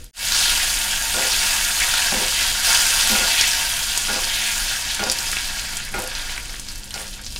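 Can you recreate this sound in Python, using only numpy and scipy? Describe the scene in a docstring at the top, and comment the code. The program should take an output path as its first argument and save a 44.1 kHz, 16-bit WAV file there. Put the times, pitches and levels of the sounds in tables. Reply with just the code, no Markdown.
"""Leaves and spices fry in hot oil in a small steel pan: shaped noise and tiny damped sines make a dense fizz
of bursting steam bubbles, with single pops and steam jets, that dies down towards the end.
About once a second a spoon digs along the pan: a knock and uneven slips ring the pan and its stand.
A fan rumbles as low noise with three tones, and the kitchen echoes softly. All of it is mono, close to a
phone microphone. A shot with quieter frying fades out first; after a short silence the main one fades in."""
import sys
import numpy as np
from scipy import signal
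from scipy.fft import rfft, irfft, next_fast_len
from scipy.io import wavfile
from scipy.ndimage import uniform_filter1d, map_coordinates

SR = 44100
rng = np.random.default_rng(int(sys.argv[2]) if len(sys.argv) > 2 else 0)


def unload_wav(signal):
    """Save mono or channel-first audio to the path in sys.argv[1] as 16-bit WAV at rate SR, clipped to [-1, 1]."""
    wavfile.write(
        sys.argv[1],
        SR,
        np.round(np.clip(np.atleast_2d(signal).T, -1, 1) * 32767).astype(np.int16),
    )


def voltage_ratio(level):
    """Linear amplitude factor for a level in decibels (scalar or array-like)."""
    return 10 ** (np.asarray(level, float) / 20)


N = 325899  # length in samples
CUT_S = 0.12  # the first shot ends here


def unit(x):
    """Scales a sound to an rms (average strength) of 1."""
    return x / np.sqrt(np.mean(x ** 2) + 1e-20)


def along(points, hz):
    """Reads (Hz, value) points as a curve on a logarithmic pitch axis."""
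    f, v = np.transpose(points)
    return np.interp(np.log(hz + 1), np.log(f + 1), v)


def curves(rows):
    """Turns each column after the time into one value per sample."""
    s, *cols = np.transpose(rows)
    return [np.interp(np.arange(N) / SR, s, c) for c in cols]


def wobble(rate):
    """A smooth random curve with `rate` random knots a second."""
    knots = rng.standard_normal(int(N * rate / SR) + 4)
    return map_coordinates(knots, [np.arange(N) * rate / SR])


def filtered(x, response):
    """Multiplies the spectrum of x by a response that depends on frequency."""
    m = next_fast_len(N + 8192)  # spare room at the end for ringing
    return irfft(rfft(x, m) * response(np.fft.rfftfreq(m, 1 / SR)), m)[..., :N]


def coloured(x, spectrum):
    """Shapes x by (Hz, dB) points, then scales it to rms 1."""
    return unit(filtered(x, lambda hz: voltage_ratio(along(spectrum, hz))))


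def modes(table):
    """Response of a body that rings at several pitches; a narrower width rings longer."""
    def response(f):
        total = 0
        for k, (centre, width, db) in enumerate(table):
            ring = 1j * f * width / (centre * centre - f * f + 1j * f * width)
            total = total + (-1) ** k * voltage_ratio(db) * ring  # neighbours swing in opposite directions
        return total
    return response


def held(t, attack_s, hold_s, release_db_per_s):
    """Gain that rises, holds and dies away; t counts from the start."""
    rise = np.clip(t / attack_s, 0, 1)
    return rise * voltage_ratio(-release_db_per_s * np.clip(t - attack_s - hold_s, 0, None))


def patchy(depth_db):
    """Noise whose level drifts in patches of time and pitch."""
    z = signal.stft(rng.standard_normal(N), nperseg=256)[2]
    field = uniform_filter1d(rng.standard_normal(z.shape), size=8, axis=0)
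    field = uniform_filter1d(field, size=10, axis=1)
    return unit(signal.istft(z * voltage_ratio(depth_db * unit(field)), nperseg=256)[1][:N])


def sputter(count, life_s):
    """Gain that jumps when a steam pocket opens and dies away as it empties."""
    u = rng.random((count, 2))
    kicks = np.bincount((u[:, 0] * N).astype(int), -np.log(u[:, 1] + .01), N)
    return signal.lfilter([1], [1, -np.exp(-1 / (life_s * SR))], kicks)


def bursts(s, db, hz, cycles, size):
    """Damped sines of a few cycles, one per bursting bubble."""
    t = np.arange(size) / SR
    phase = hz[:, None] * t
    wave = voltage_ratio(db)[:, None] * np.sin(2 * np.pi * phase) * np.exp(-phase / cycles[:, None])
    at = np.round(s * SR).astype(int)[:, None] + np.arange(size)
    return np.bincount(at.ravel(), wave.ravel(), N + size)[:N]


def crackle(count, hz, octaves, cycles, spread_db):
    """Random bubble bursts: many small, few large."""
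    u = rng.random((count, 3))
    pitch = np.clip(hz * 2 ** (octaves * rng.standard_normal(count)), 200, SR / 2.5)
    size_db = -spread_db * np.log(u[:, 1] + .004)
    return unit(bursts(u[:, 0] * N / SR, size_db, pitch, cycles * (.5 + u[:, 2]), size=160))


def lift_wandering_band(x, centre_hz, lift_db, octaves):
    """Makes one band of x louder while the centre of that band wanders in pitch."""
    hz, t, z = signal.stft(x, SR, nperseg=256)
    centre = np.interp(t, np.arange(N) / SR, centre_hz)
    away = np.log2((hz[:, None] + 1) / centre) / octaves
    return unit(signal.istft(z * voltage_ratio(lift_db * np.exp(-away ** 2)), SR, nperseg=256)[1][:N])


# how hard the oil boils, before the steady peaks colour it: # t/s, fizz level/dB, big bubbles level/dB relative
# to fizz, fine spit level/dB relative to fizz
FRYING = [(.33, -22, -7.5, -2.5), (.54, -20.5, -7, -2.5), (.68, -23.5, -8, -1.5), (1.0, -25, -7, -2),
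          (1.4, -21, -8.5, -2.5), (1.7, -24, -5.5, 0), (2.0, -21.5, -5.5, -3.5), (2.3, -23, -9, -2.5),
          (2.45, -22, -7.5, -3.5), (2.63, -26, -4.5, -1.5), (2.65, -18.5, -6, -2.5), (3.15, -20, -8, -3),
          (3.52, -21, -8.5, -4.5), (3.69, -25.5, -5.5, -0.5), (4.15, -25, -8.5, -5.5), (4.6, -26, -6, 0),
          (5.05, -28.5, -7, -7.5), (5.3, -27, -7, -3), (5.75, -31, -6, -6.5), (5.93, -37, -4, -8),
          (6.25, -31.5, -5, -6), (6.6, -39, -7.5, -4), (6.9, -41.5, -6.5, -6), (7.0, -35.5, -7, 0),
          (7.2, -44, -4.5, -5), (7.39, -38.5, -15, 0)]
# relative tone colour of the big bubbles: f/Hz, level/dB
BUBBLES = [(260, -55), (450, -22), (571, -10.5), (778, -5), (912, -8.5), (1200, -10), (1600, 1.5),
           (2100, -4.5), (2250, 0), (3000, -12.5), (3900, -2.5), (6600, -120)]
# relative tone colour of the middle-sized bubbles: f/Hz, level/dB
FIZZ = [(1180, -16.5), (2000, -14), (2670, 1), (4030, -3), (4910, 3), (5360, -1), (8000, -3.5),
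        (10400, -9.5), (17600, -120)]
# relative tone colour of the fine spit: f/Hz, level/dB
SPIT = [(3530, -39), (6000, -4), (6690, -0.5), (8030, -4), (9000, -1), (11100, -5), (12000, -7.5),
        (15000, -9.5), (15800, -17)]
# narrow steady peaks in the tone of the frying: f/Hz, width/Hz, lift/dB (held to 7 dB at most when played)
STEADY_PEAKS = [(912, 47, 10.5), (1310, 12, 4), (1430, 25, 5), (1676, 55, 4), (1650, 29, 0.5), (1900, 20, 1),
                (2010, 12, 7), (2320, 24, 2), (2220, 14, 3.5), (2620, 38, 0), (2810, 55, -6.5), (2973, 25, 2),
                (3240, 29, 0.5), (3470, 31, 0.5), (3820, 40, -4.5), (4440, 97, -2), (4900, 220, -1), (5755, 67, 4),
                (6490, 63, 1.5)]


def frying():
    """Three bubble sizes share one boiling vigour, each a sputtering hiss with bursts; narrow steady peaks
    colour them."""
    wander_hz, wander_octaves = 3900, 0.1  # loudest band of the fizz
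    flicker_db = 0.44  # unsteady level of each bubble size
    steady_db, fitful_per_db = -24, .12  # below this fizz level, extra flicker for each dB lost
    earlier_db = -23.5  # the first shot fries this much lower

    fizz_db, bubble_db, spit_db = curves(FRYING)
    centre_hz = wander_hz * 2 ** (wander_octaves * wobble(16))
    fitful_db = fitful_per_db * np.clip(steady_db - fizz_db, 0, None)
    flicker = [voltage_ratio(flicker_db * wobble(14) + fitful_db * wobble(35)) for _ in range(3)]
    surge_db = fizz_db + 0.14 * wobble(25)
    shared = 0.26 * sputter(count=300, life_s=0.0034)  # pockets heard in every size

    def hiss(share):
        """Patchy noise kicked by the shared steam pockets and by pockets of its own."""
        return unit(patchy(depth_db=1.5) * (1 + shared + share * sputter(count=400, life_s=.005)))

    big_bursts = crackle(count=4000, hz=1833, octaves=0.54, cycles=1.8, spread_db=3.0)
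    big = coloured(hiss(0.18) + 0.23 * big_bursts, BUBBLES)
    mid_bursts = crackle(count=6000, hz=4116, octaves=0.528, cycles=1.6, spread_db=2)
    mid = coloured(hiss(0.39) + 0.43 * mid_bursts, FIZZ)
    mid = lift_wandering_band(mid, centre_hz, lift_db=3.5, octaves=0.73)
    fine_bursts = crackle(count=8000, hz=8800, octaves=0.42, cycles=3.1, spread_db=4)
    fine = coloured(hiss(0.24) + 0.36 * fine_bursts, SPIT)

    oil = voltage_ratio(bubble_db) * flicker[0] * big + flicker[1] * mid + voltage_ratio(spit_db) * flicker[2] * fine
    oil = voltage_ratio(surge_db) * oil + steam_jets(hiss(0.1))
    oil = oil * np.where(np.arange(N) < CUT_S * SR, voltage_ratio(earlier_db), 1)

    def peak_colour(f):
        return voltage_ratio(sum(min(db, 7) / (1 + (2 * (f - c) / w) ** 2) for c, w, db in STEADY_PEAKS))

    return filtered(oil, peak_colour)


# relative tone colour of the fan's rumble: f/Hz, level/dB
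FAN = [(7.1, -34), (12, 4), (27, 2), (49, -4), (86, -14.5), (147, -15.5), (168, -33.5), (196, -18),
       (318, -24.5), (424, -36), (485, -25), (524, -28), (1200, -50), (1560, -75), (2640, -120)]
# hum tones of the fan: f/Hz, level/dB (2 dB lower when played)
FAN_TONES = [(129.2, -65), (199.2, -50.5), (360.7, -57.5)]


def fan():
    """Low noise whose level drifts slightly, with tones unsteady in level and phase."""
    t = np.arange(N) / SR
    tones = 0
    for hz, db in FAN_TONES:
        level = voltage_ratio(db - 2.0 + 2.4 * wobble(9.7))
        tones = tones + level * np.sin(2 * np.pi * hz * t + 1.35 * wobble(6))
    rumble = voltage_ratio(-34 + 0.55 * wobble(2.04)) * coloured(rng.standard_normal(N), FAN)
    return rumble + tones


# how long the room's echo takes to fall by 60 dB: f/Hz, t/s
KITCHEN = [(300, 0.17), (3000, 0.16), (12000, 0.14)]


def kitchen(x):
    """Each frequency of the room's answer dies at its own speed."""
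    hz, t, z = signal.stft(rng.standard_normal(SR // 3), SR, nperseg=256)
    fade = voltage_ratio(-60 * t / along(KITCHEN, hz)[:, None])
    tail = signal.istft(z * fade, SR, nperseg=256)[1]
    late = np.pad(x, (150, 0))  # the echo starts 150 samples late
    return signal.fftconvolve(late, tail / np.linalg.norm(tail))[:N]


# loud bursts; the rows at 5.1225 s and 7.3664 s are echoes off the stove top, a few ms after the pop before
# them: t/s, level/dB at the start before the burst dies away, f/Hz
POPS = [(.0428, -21.5, 8800), (.322, -7, 4760), (.366, -9, 4650), (.406, -8, 4290), (1.224, -10, 2800),
        (1.819, -11, 2200), (2.419, -11, 3130), (2.647, -10, 5500), (3.074, -5, 8500), (3.4116, 0, 5600),
        (3.9758, -3, 8060), (4.243, -10, 4550), (4.947, -10, 8000), (5.038, -7, 5200), (5.0988, -2.5, 4920),
        (5.1163, -4.5, 8600), (5.1225, -7, 5900), (5.1876, -11, 4970), (5.205, -12, 6600),
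        (5.3157, -13, 8300), (5.331, -14.5, 1720), (5.369, -10, 2620), (5.7695, -10, 7200),
        (5.991, -15, 9500), (6.0, -16, 7500), (6.021, -15, 9000), (6.039, -17, 9000), (6.075, -16, 8800),
        (6.1518, -14, 4570), (6.1957, -18, 3600), (6.2956, -15, 3070), (6.3784, -15.5, 2130),
        (6.4562, -22.5, 7300), (6.4953, -21, 4650), (6.5421, -22.5, 1860), (6.5969, -15, 7500),
        (6.6864, -17, 4500), (6.7798, -24, 9500), (6.908, -23, 3200), (6.9418, -13, 4900),
        (6.9778, -17.5, 2900), (7.0154, -20, 10500), (7.0796, -20, 5820), (7.2464, -24, 5550),
        (7.265, -17, 5040), (7.3612, -15, 3900), (7.3664, -19, 3070)]


def pops():
    """Each burst rings at its pitch with a wide crack, then a short spray of droplets around that pitch."""
    small_pops, small_db, small_spread_db = 700, -30.5, 3  # lesser bursts, with base level and spread
    small_hz, small_octaves = 6500, 0.61  # their middle pitch and its spread
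    crack_db, spray_db, spray_t60_s = -3.5, -8, .02  # levels relative to the burst; 60 dB fall time
    spray_octaves, spray_top_hz = 0.42, 12300  # half width of the spray's band and its upper limit

    u, g = rng.random((small_pops, 2)), rng.standard_normal(small_pops)
    small_s = CUT_S + u[:, 0] * (N / SR - CUT_S)
    small_level_db = small_db - small_spread_db * np.log(u[:, 1] + .05)
    small_pitch = np.clip(small_hz * 2 ** (small_octaves * g), 1500, 11000)
    rows = np.vstack([POPS, np.transpose([small_s, small_level_db, small_pitch])])

    s, db, hz = rows.T
    out = bursts(s, db, hz, np.full(len(s), 2.5), size=400)
    out += bursts(s, db + crack_db, np.full(len(s), 5500.), np.full(len(s), .6), size=40)
    t = np.arange(SR // 20) / SR
    for start, level_db, centre_hz in rows:
        low_hz = centre_hz * 2 ** -spray_octaves
        high_hz = min(centre_hz * 2 ** spray_octaves, spray_top_hz)
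        band = signal.butter(2, (low_hz, high_hz), "bandpass", fs=SR)
        spray = unit(signal.lfilter(*band, rng.standard_normal(len(t))))
        spray = spray * voltage_ratio(level_db + spray_db - 60 * t / spray_t60_s)
        i = round(start * SR)
        out[i:i + len(t)] += spray[:N - i]
    return out


# steam jets from wet leaves meeting the oil, before the steady peaks colour them: # start t/s, hold t/s,
# level/dB, starting f/Hz
JETS = [(0.33, 0.19, -23.5, 4440), (0.596, 0.014, -29, 2600), (1.302, .04, -22.5, 4200),
        (1.494, 0.053, -29, 1760), (1.798, 0.02, -26, 2400), (1.898, 0.071, -25, 3730),
        (2.328, 0.08, -24.5, 3000), (3.296, 0.14, -22, 3324), (3.872, 0.02, -26.5, 3504),
        (4.285, .2, -25.5, 3258), (4.675, .02, -23.5, 4580), (4.884, 0.044, -27, 3800),
        (5.358, 0.023, -33, 3000), (6.28, .04, -35, 3250), (6.48, 0.0095, -37, 4350),
        (6.674, 0.015, -35, 4440), (7.25, 0.013, -38, 4870)]


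def steam_jets(x):
    """Each jet is a band of the hiss x that sinks in pitch as the pocket empties."""
    attack_s, release_db_per_s = 0.0076, 298
    width_octaves, sag_octaves_per_s = 0.48, 1.7

    hz, t, z = signal.stft(x, SR, nperseg=256)
    power = np.zeros(z.shape)
    for s, hold_s, db, centre_hz in JETS:
        sunk = sag_octaves_per_s * np.clip(t - s, 0, 1)
        band = np.exp(-((np.log2((hz[:, None] + 1) / centre_hz) + sunk) / width_octaves) ** 2)
        gain = voltage_ratio(db) * held(t - s, attack_s, hold_s, release_db_per_s)
        power += band / band.mean(axis=0) * gain ** 2
    return signal.istft(z * np.sqrt(power), SR, nperseg=256)[1][:N]


# spoon strokes: landing t/s, grating level/dB, hold t/s, deep thud level/dB relative to grating,
# scrape above 1.1 kHz level/dB relative to grating
STROKES = [(1.143, -26.5, 0.088, -10, -7), (2.117, -28, 0.09, -3, -14), (3.095, -27.5, 0.013, -1, -9),
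           (3.151, -28, 0.045, -9, 1), (4.083, -28.5, 0.088, -6, -5), (4.994, -26.5, 0.072, -3, -6.5),
           (5.941, -25.5, 0.027, -9.5, -3.5), (6.943, -39, 0.073, -12, -2.5)]
# ringing of the pan on its stand: f/Hz, width/Hz, relative level/dB
STAND = [(340, 37, -14.5), (407, 54, -5.5), (513, 17, -3), (535, 16, -1.5), (612, 38, -10), (674, 41, -5.5),
         (810, 34, -5)]
# ringing of the stand on the stove top: f/Hz, width/Hz, relative level/dB
FEET = [(199, 39, -1.5), (238, 21, 4)]
# ringing of the pan under the spoon: f/Hz, width/Hz, relative level/dB
RIM = [(1140, 17, -12), (1290, 30, 4), (1420, 32, 11), (1475, 35, 2), (1790, 36, -9), (2160, 44, 7),
       (2420, 60, 6), (2700, 28, -15)]
# impulse of the landing into stand, feet and rim: level/dB relative to each one's grating
KNOCK_INTO_DB = [44, 46, 43]


def spoon():
    """A knock, then uneven slips shake stand, feet and rim, each with its own ringing pitches."""
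    attack_s, sag_db_per_s, release_db_per_s = 0.0031, 22, 152
    thud_fade_db_per_s, scrape_fade_db_per_s = 96, 69  # relative to the grating

    slips = (rng.random(N) < 900 / SR) * rng.standard_normal(N) * voltage_ratio(2.7 * wobble(60))
    slips = unit(slips) + 0.52 * rng.standard_normal(N)
    stand_modes = modes(STAND)

    def stand(f):
        broad_thud = 0.26 / (1 + 1j * f / 900) * 1j * f / (250 + 1j * f)
        return stand_modes(f) + broad_thud

    bodies = stand, modes(FEET), modes(RIM)
    force = np.zeros((3, N))
    for s, grate_db, hold_s, deep_db, scrape_db in STROKES:
        t = np.clip(np.arange(N) / SR - s, 0, None)
        push = voltage_ratio(grate_db - sag_db_per_s * t) * held(t, attack_s, hold_s, release_db_per_s)
        thud = deep_db - thud_fade_db_per_s * t
        scrape = scrape_db - scrape_fade_db_per_s * t
        force += push * voltage_ratio([0 * t, thud, scrape])
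    # the slips are scaled so that each body answers them equally strongly
    force *= [slips / np.std(filtered(slips, body)) for body in bodies]
    for s, grate_db, _, deep_db, scrape_db in STROKES:
        force[:, round(s * SR)] += voltage_ratio(grate_db + np.add(KNOCK_INTO_DB, [0, deep_db, scrape_db]))
    return sum(filtered(push, body) for push, body in zip(force, bodies))


def scene():
    """Pan, spoon and fan in the kitchen; one microphone feeds both channels."""
    oil, hits = frying(), pops() + spoon()
    # the pan's wall shades the treble from the room
    round_about = filtered(oil, lambda hz: voltage_ratio(-4.0) / (1 + 1j * hz / 2500))
    echo = kitchen(round_about + voltage_ratio(-6.0) * hits)
    mono = oil + hits + echo + fan()
    return np.array([mono, mono])


def band_limit(x):
    """A steep low-pass at the top of the band."""
    return signal.sosfilt(signal.butter(12, 16170, fs=SR, output="sos"), x)


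# fade out of the first shot, silence, fade in of the main one: t/s, gain (0 to 1)
FADE = [(0, 0.82), (.11, 0.12), (.112, 0), (.13, 0), (.16, 0.06), (.2, 0.36), (.32, 0.93)]


def record(dry):
    """Fades between the shots, clips at full scale and removes everything from 15850 Hz up."""
    faded = dry * np.clip(curves(FADE)[0], 0, 1)
    clipped = np.clip(faded, -1, 1)
    finished = filtered(clipped, lambda hz: hz < 15850)
    return band_limit(finished)


dry = scene()
out = record(dry)
unload_wav(out)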